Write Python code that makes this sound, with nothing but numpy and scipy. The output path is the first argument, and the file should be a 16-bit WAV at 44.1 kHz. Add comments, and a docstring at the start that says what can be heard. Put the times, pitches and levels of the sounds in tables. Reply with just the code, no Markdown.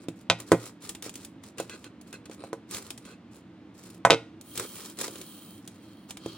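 """Close on a kitchen worktop, small stereo microphone: a sponge cake is eased out of its metal tin.
An appliance hums low in the room throughout. Hands work the baking paper and bump the tin, which
knocks twice on the worktop and rings. The paper crinkles, snaps as creases buckle and scrapes along
the tin's wall. About four seconds in, the tin is set down with a clack; then the loaded sheet slides
hissing over the rim."""
import sys
import numpy as np
from scipy import signal
from scipy.fft import rfft, irfft, next_fast_len
from scipy.io import wavfile
from scipy.ndimage import uniform_filter1d

SR = 44100
rng = np.random.default_rng(int(sys.argv[2]) if len(sys.argv) > 2 else 0)


def unload_audio(sound):
    """Save the sound as a 16-bit wav file, at the path given as the first command line argument."""
    columns = np.transpose(np.atleast_2d(sound))
    # keep every value between -1 and 1, then stretch to whole-number steps
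    steps = np.round(np.clip(columns, -1, 1) * 32767)
    wavfile.write(sys.argv[1], SR, steps.astype(np.int16))


N = 280917

# the tin strikes the worktop: (time [s], thud [dB], thud pitch [Hz], clack [dB], clack pitch [Hz],
# worktop boom [dB], gap to the first rebound [s], loss per rebound [dB])
KNOCKS = [(0.2996, 20.5, 616, 19, 3100, 21, 0.012, 6), (0.5180, 33.5, 397, 17, 1320, 26, 0.012, 6),
          (2.53, 14, 397, -1, 987, -10, 0.009, 12), (4.05, 28.5, 657, 24, 1300, 20.5, 0.022, 12),
          (4.1, 23.5, 705, 12.5, 1524, 8, 0.012, 6), (4.1056, 27, 444, 22, 3000, 10, 0.0135, 3),
          (4.597, 6.5, 410, 0, 1600, 4, 0.021, 21)]
# a hand bumps the tin: (time [s], thud [dB], thud pitch [Hz])
BUMPS = [(0.0845, 16.5, 274), (1.063, 3, 390), (1.6, 14, 470), (2.297, 2, 384), (2.4382, 4, 540),
         (5.015, 3, 483), (5.082, 5, 390), (6.2608, 13.5, 340)]
# paper dragged against the tin's wall: (start [s], end [s], level [dB])
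SCRAPES = [(1.583, 1.615, -45), (1.696, 1.766, -48), (1.8427, 1.879, -52.5), (2.128, 2.164, -49.5),
           (2.256, 2.268, -56), (2.313, 2.329, -55.5), (3.052, 3.152, -57)]
# tone of a buckling crease: (frequency [Hz], gain [dB])
SNAP_COLOUR = [(100, 9.5), (400, 3.5), (1000, 0), (1900, 1.5), (3500, 8), (5000, 4.5), (7000, 10.5),
               (10000, 11.5), (15500, 4)]


def from_db(db):
    return 10 ** (np.asarray(db) / 20)


def unit_rms(x):
    return x / np.sqrt(np.mean(x ** 2) + 1e-20)


def at_hz(points, size):
    """A spectrum table on the bins of a transform."""
    hz, value = np.transpose(points)
    bins_hz = np.arange(size // 2 + 1) * SR / size
    return np.interp(np.log(bins_hz + 1), np.log(hz), value)


def coloured(x, spectrum):
    """Causal (minimum-phase) filter with the given spectrum."""
    size = 2 * next_fast_len(x.shape[-1] // 2 + 4096)
    cepstrum = irfft(np.log(from_db(at_hz(spectrum, size))))
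    cepstrum[1:size // 2] *= 2
    cepstrum[size // 2 + 1:] = 0
    return irfft(rfft(x, size) * np.exp(rfft(cepstrum)))[..., :x.shape[-1]]


def resonance(x, hz, width_hz):
    """Two-pole resonance with gain 1 at its peak."""
    radius = np.exp(-np.pi * width_hz / SR)
    feedback = [1, -2 * radius * np.cos(2 * np.pi * hz / SR), radius ** 2]
    return signal.lfilter(np.array([1, 0, -1]) * (1 - radius ** 2) / 2, feedback, x + 1e-18)


def low_pass(x, hz, order=2):
    return signal.sosfilt(signal.butter(order, hz, fs=SR, output="sos"), x)


def drift(per_s):
    """A random wavering with spread 1."""
    knots = rng.standard_normal(4000)
    return unit_rms(np.interp(np.arange(N) / SR * per_s, np.arange(len(knots)), knots))


def stereo_noise(size):
    """White noise at the microphone's two ports: alike in the bass, nearly unrelated in the treble."""
    # likeness of left and right: (frequency [Hz], correlation [0-1])
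    likeness = [(130, .999), (300, .985), (640, .93), (1400, .7), (3100, .8), (5000, .3), (15000, .15)]
    mid, side = rfft(rng.standard_normal((2, 2 * size)))
    alike = at_hz(likeness, 2 * size)
    return irfft(np.sqrt(1 + alike) * mid + np.sqrt(1 - alike) * side * [[1], [-1]])[:, :size]


def scatter(t60):
    """A dense stereo response of unit energy that dies by 60 dB in t60 seconds."""
    noise = stereo_noise(size=32768)
    response = noise * from_db(-60 * np.arange(noise.shape[1]) / SR / t60)
    return response[:, :int(t60 * SR) + 1] / np.sqrt(np.sum(response ** 2) / 2)


def through(x, response):
    return signal.oaconvolve(np.atleast_2d(x), response, axes=1)[:, :N]


def add(track, time_s, sound):
    at = max(round(time_s * SR), 0)
    track[..., at:at + sound.shape[-1]] += sound[..., :N - at]


def pressure(spans, fade_s):
    """Envelope of strokes (start [s], end [s], level [dB]) that swell and fade smoothly."""
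    power = np.zeros(N)
    for start, end, db in spans:
        arch = np.sin(np.linspace(0, np.pi, round((end - start + fade_s) * SR)))
        add(power, start - fade_s / 2, from_db(db) ** 2 * arch * np.pi / 2)
    return np.sqrt(np.abs(uniform_filter1d(power, size=int(fade_s * SR) + 1)))


def grains(per_s, spread_db, t60):
    """Tiny random slips, each on one of six facets of the sheet; level about 1."""
    sizes = from_db(spread_db * np.minimum(rng.exponential(1, N), 4)) * rng.choice([-1, 1], N)
    clicks = sizes * (rng.random(N) < per_s / SR)
    clicks /= np.sqrt(np.abs(uniform_filter1d(clicks ** 2, size=3000)) + 1e-4)   # even out the level
    facet = rng.integers(0, 6, N)
    return sum(through(clicks * (facet == k), scatter(t60)) for k in np.unique(facet))


def appliance_hum(level_db=-49.5):
    """Steady low drone of an appliance in the room, with a little air hiss."""
    # tone of the drone: (frequency [Hz], gain [dB])
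    hum_colour = [(25, -20.5), (48, -31.5), (72, -7.5), (83, -9.5), (110, -2), (145, -8.5), (190, 1.5),
                  (260, -1.5), (325, 2), (365, -11.5), (480, -14), (750, -19), (3500, -30), (6000, -41.5),
                  (16000, -56)]
    return from_db(level_db) * unit_rms(coloured(stereo_noise(N), hum_colour))


def between_walls(x, reflection, round_trips_per_s=792):
    """Sound bounces between opposite walls of the tin: a hollow series of resonances."""
    size = 2 * next_fast_len(N // 2 + 4096)
    hz = np.arange(size // 2 + 1) * SR / size
    echo = reflection * np.exp(-2j * np.pi * hz / round_trips_per_s)
    return irfft(rfft(x, size) * np.sqrt(1 - reflection ** 2) / (1 - echo))[..., :N]


def paper_rustle(rub_db=-2, drag_db=-2, crease_db=-6, busy_db=-55, uneven_db=2.5, fade_s=0.016):
    """Paper rubs on cake and wall; its wrinkles crackle faster the harder it is worked."""
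    # hands on the paper: (start [s], end [s], crinkling [dB], dull rubbing over the crinkling [dB])
    strokes = [(0.0, 0.04, -68, 13.5), (0.167, 0.222, -64, -3), (0.394, 0.422, -53, 4.5),
               (0.474, 0.538, -57.5, 5), (0.58, 0.703, -52.5, 2.5), (0.817, 0.925, -50.5, -5),
               (1.036, 1.087, -46.5, -1), (1.138, 1.265, -58.5, 2), (1.434, 1.497, -60.5, 3),
               (1.578, 1.683, -59.5, 3.5), (1.7, 1.87, -66.5, 1), (2.06, 2.108, -65, 5),
               (2.31, 2.357, -59, -11), (2.383, 2.488, -66, 16.5), (2.725, 2.79, -40.5, -6.5),
               (2.686, 2.93, -55, 1.5), (3.01, 3.132, -64, 5), (3.318, 3.4, -63.5, 1.5),
               (3.754, 3.975, -58.5, -0.5), (4.558, 4.661, -45, 3.5), (4.707, 4.93, -50.5, -2),
               (4.984, 5.064, -40, -3), (5.05, 5.254, -54.5, 2), (5.5, 5.96, -70.5, 6),
               (6.098, 6.099, -52.5, -2.5), (6.223, 6.362, -65.5, 11)]
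    rubbing = pressure([(start, end, db + over_db) for start, end, db, over_db in strokes], fade_s)
    rubbing += from_db(drag_db) * pressure(SCRAPES, fade_s)
    crinkling = pressure([(start, end, db) for start, end, db, _ in strokes], fade_s)
    busy = np.sqrt(crinkling / from_db(busy_db))
    # tone of the rubbing: (frequency [Hz], gain [dB])
    rub_colour = [(100, -19.5), (300, 11), (480, 16.5), (750, -4.5), (1100, 4), (1450, 4.5), (1900, -7.5),
                  (2600, 2.5), (3300, -8.5), (4100, 2.5), (5200, -12.5), (6500, -25), (9000, -1.5),
                  (16000, -76.5)]
    rub = coloured(grains(per_s=2000, spread_db=5.5, t60=0.011), rub_colour)
    rub = between_walls(rub, reflection=0.076)
    # tone of the wrinkles: (frequency [Hz], gain [dB])
    crinkle_colour = [(200, -32.5), (1000, 6), (3000, -0.5), (7000, 5), (10000, 2.5), (13000, 0.5),
                      (15500, -7.5)]
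    crinkle = coloured(grains(per_s=900 * busy + 200, spread_db=1.0, t60=0.0024), crinkle_colour)
    creases = coloured(grains(per_s=40, spread_db=1.5, t60=0.032), SNAP_COLOUR)
    creases /= np.maximum(busy, 1)   # a taut sheet has less slack to buckle
    crackle = from_db(uneven_db * drift(per_s=69)) * unit_rms(crinkle) + from_db(crease_db) * creases
    return from_db(rub_db) * rubbing * unit_rms(rub) + crinkling * crackle


def tin_contacts(gap_share=0.79, rebound_clack_db=-9.5, hand_clack_hz=1210):
    """Every touch of the tin: a knock with four dying rebounds, or one soft bump."""
    for time_s, thud_db, thud_hz, clack_db, clack_hz, boom_db, gap_s, loss_db in KNOCKS:
        for k in range(5):
            lost_db = k * loss_db
            landing_db = clack_db + rebound_clack_db * (k > 0)   # rebounds land flatter: less clack
            yield time_s, thud_db - lost_db, thud_hz, landing_db - lost_db, clack_hz, boom_db - lost_db
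            time_s += gap_s * gap_share ** k   # each comes sooner than the last
    for time_s, thud_db, thud_hz in BUMPS:
        # a hand is soft: its clack and boom lie far below its thud
        yield time_s, thud_db, thud_hz, thud_db - 36.5, hand_clack_hz, thud_db - 13


def dispersed(x, stiffness):
    """Bending waves in sheet metal spread a blow out in time, treble first."""
    all_pass = [-stiffness, 1, 0, 1, -stiffness, 0]
    return signal.sosfilt(np.tile(all_pass, (8, 1)), x)


def ringing(x, modes):
    """A body's decaying modes, driven by x."""
    return sum(from_db(db) * resonance(x, hz, np.log(1000) / (np.pi * t60)) for hz, db, t60 in modes)


def tin_knocks(chatter_db=-20, rattle_db=-3, wash_db=-11):
    """A soft thud and a hard clack set the tin's modes and a metallic wash going; the worktop booms."""
    # ringing of the tin: (frequency [Hz], gain over the blow [dB], t60 [s])
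    tin_modes = [(161, 7.5, 0.11), (277, 1.5, .1), (332.5, 5, 0.089), (455.3, 3, 0.15), (544, 0.5, 0.1),
                 (1917, 2, 0.36), (694, 4, 0.066), (794, 4.5, 0.17), (896, 2, 0.15), (1425, 0, 0.36),
                 (995, 3, 0.067), (1050, 0, 0.062), (579, -2.5, 0.089), (1307, 8.5, 0.044),
                 (1500, 9.5, 0.06), (1710, -6.5, 0.15), (2111, 5, 0.18), (2210, 2.5, 0.2), (2430, 10, .11),
                 (2490, 5.5, 0.099), (2600, -0.5, 0.17), (2767, -1.5, 0.16), (3050, 2, 0.11),
                 (3130, -1.5, 0.1), (3480, -4, 0.15), (3690, 7, 0.056), (3880, 7.5, 0.035),
                 (4430, 0.5, 0.076), (5030, 1.5, 0.11), (6130, -1, .04)]
    # the worktop under it: (frequency [Hz], gain [dB], t60 [s])
    worktop_modes = [(117.1, 13.5, 0.32), (170, 0, 0.15)]
    blows, chatter, shoves = np.zeros((3, N))
    click = signal.unit_impulse(4096)
    rim_tick = low_pass(resonance(click, hz=7400, width_hz=2000), hz=10000)
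    for time_s, thud_db, thud_hz, clack_db, clack_hz, boom_db in tin_contacts():
        thud = low_pass(resonance(click, thud_hz, width_hz=0.53 * thud_hz), 1.47 * thud_hz)
        clack = low_pass(resonance(click, clack_hz, width_hz=clack_hz), 1.33 * clack_hz)
        clack = dispersed(clack, stiffness=0.796)
        add(blows, time_s, from_db(thud_db) * thud + from_db(clack_db) * clack)
        add(chatter, time_s, from_db(clack_db + chatter_db) * rim_tick)   # heard only in the wash
        add(shoves, time_s, from_db(boom_db) * resonance(click, hz=136, width_hz=160))
    upper = blows - low_pass(blows, hz=350, order=1) + 2 * chatter   # modes crowd only higher up
    rattle = from_db(rattle_db) * through(upper, scatter(t60=0.056))
    wash = from_db(wash_db) * through(upper, scatter(t60=0.1))
    hollow_wash = between_walls(rattle + wash, reflection=0.14)
    return blows + ringing(blows, tin_modes) + hollow_wash + ringing(shoves, worktop_modes)


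def crease_snaps(jolt_db=-28, jolt_dullness=0.73, release_db=36.5, release_dullness=0.74):
    """A crease flips by itself, at a jolt or as a scrape breaks free; the sheet shivers briefly."""
    # big creases that buckle: (time [s], level [dB], dullness [0-1])
    buckles = [(0.401, -19, 0.1), (0.657, -22.5, 0.03), (0.8493, -19.5, 0.57), (0.892, -11, 0.07),
               (0.9496, -13, 0.66), (1.024, -14, 0.33), (1.0938, -14.5, 0.52), (1.14, -21.5, 0.5),
               (1.1554, -17, 0.2), (1.248, -20, 0.08), (1.4373, -15.5, 0.8), (1.5994, -14, 0.2),
               (2.0124, -30.5, 0.02), (2.141, -16.5, 0.78), (2.7104, -16.5, 0.1), (2.746, -12, 0.15),
               (2.9047, -9.5, 0.53), (2.977, -21, 0.35), (4.4117, -25.5, 0), (4.5553, -20, 0.02),
               (4.5762, -9, 0.06), (4.5963, -9.5, 0.02), (4.765, -19, 0.56), (4.988, -14.5, 0.05),
               (5.0129, -10, 0.02), (5.079, -14, 0.5), (5.1564, -13.5, 0.71), (5.214, -19.5, 0.2),
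               (5.6763, -19.5, 0.27), (6.1071, -12, 0.52), (6.1706, -12.5, 0.71)]
    jolts = [(time_s, thud_db + jolt_db, jolt_dullness) for time_s, thud_db, *_ in KNOCKS + BUMPS]
    releases = [(start, db + release_db, release_dullness) for start, _, db in SCRAPES]
    snaps = np.zeros((2, N))
    for time_s, level_db, dullness in buckles + jolts + releases:
        shiver = signal.lfilter([1 - dullness], [1, -dullness], scatter(t60=0.035))
        add(snaps, time_s, from_db(level_db) * shiver)
    return coloured(snaps, SNAP_COLOUR)


def wall_scrapes():
    """Quick slips of paper along the tin's wall ring in a few narrow resonances."""
    # resonances of the scraping: (frequency [Hz], width [Hz], gain [dB])
    squeak_bands = [(1210, 47, -2), (1515, 42, 5.5), (1600, 42, 2), (2040, 62, -1), (2580, 92, 6),
                    (3310, 110, 0), (3700, 54, -22), (4120, 75, 3.5), (4920, 32, -5), (6150, 65, -1),
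                    (6930, 100, -4), (7400, 54, -19)]
    slips = grains(per_s=1500, spread_db=0, t60=0.0078)
    squeak = sum(from_db(db) * resonance(slips, hz, width_hz) for hz, width_hz, db in squeak_bands)
    return pressure(SCRAPES, fade_s=0.0033) * unit_rms(squeak)


def rim_slide(gain_db=11, judder_db=0.5, catch_share=0.6, sheen_from_hz=6000, fade_s=0.036):
    """Fine stick and slip over the rim hisses in the resonances of the taut sheet."""
    # the loaded sheet slides: (start [s], end [s], level [dB], treble sheen over that level [dB])
    slides = [(4.46, 4.92, -57.5, 6), (4.951, 5.596, -59.5, 4), (5.73, 6.136, -68, -4.5),
              (6.223, 6.382, -53, -14)]
    # resonances of the sheet: (frequency [Hz], width [Hz], gain [dB])
    sheet_bands = [(1230, 360, -6), (3000, 33, -11.5), (3220, 130, 1.5), (4060, 790, -4.5),
                   (6460, 3800, -16), (8300, 290, -8), (9770, 260, 0.5), (14900, 3600, -7)]
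    body = pressure([(start, end, db) for start, end, db, _ in slides], fade_s)
    sheen = pressure([(start, end, db + sheen_db) for start, end, db, sheen_db in slides], fade_s)
    hiss = stereo_noise(N)
    catches = unit_rms(grains(per_s=180, spread_db=7, t60=0.008))   # rough spots catch now and then
    friction = (hiss + catch_share * catches) * from_db(gain_db + judder_db * drift(per_s=70))
    return sum(from_db(db) * resonance(friction, hz, width_hz) * (sheen if hz > sheen_from_hz else body)
               for hz, width_hz, db in sheet_bands)


def scene(near_db=-10, near_t60=0.17, room_db=-22, room_t60=0.36):
    """Paper sounds bounce around the worktop; paper and tin get a faint kitchen tail over the hum."""
    paper = crease_snaps() + paper_rustle() + wall_scrapes() + rim_slide()
    close = tin_knocks() + paper + from_db(near_db) * through(paper, scatter(near_t60))
    kitchen_tail = from_db(room_db) * through(close, scatter(room_t60))
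    return close + kitchen_tail + appliance_hum()


def record(dry, lag_samples=2, ceiling=0.88, low_cut_hz=68, high_cut_hz=16000):
    """A small stereo microphone: two ports, each with its own colour, the right one slightly late."""
    # balance of the ports: (frequency [Hz], left minus right [dB])
    balance = [(100, -.3), (350, -1.8), (700, -2.6), (1100, -3.8), (1900, 0), (4000, .4), (15000, 0)]
    size = 2 * next_fast_len(N // 2 + 4096)
    port_gains = from_db(at_hz(balance, size) * [[0.5], [-0.5]])
    left, right = irfft(rfft(dry, size) * port_gains)[:, :N]
    ports = np.array([left, np.pad(right, (lag_samples, 0))[:N]])
    ports -= resonance(ports, hz=12000, width_hz=3000)   # a notch in the treble
    ports = ceiling * np.tanh(ports / ceiling)   # peaks are rounded
    ports = signal.sosfilt(signal.butter(2, low_cut_hz, "high", fs=SR, output="sos"), ports)
    return signal.sosfilt(signal.ellip(10, 0.3, 80, high_cut_hz, fs=SR, output="sos"), ports)


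dry = scene()
out = record(dry)
unload_audio(out)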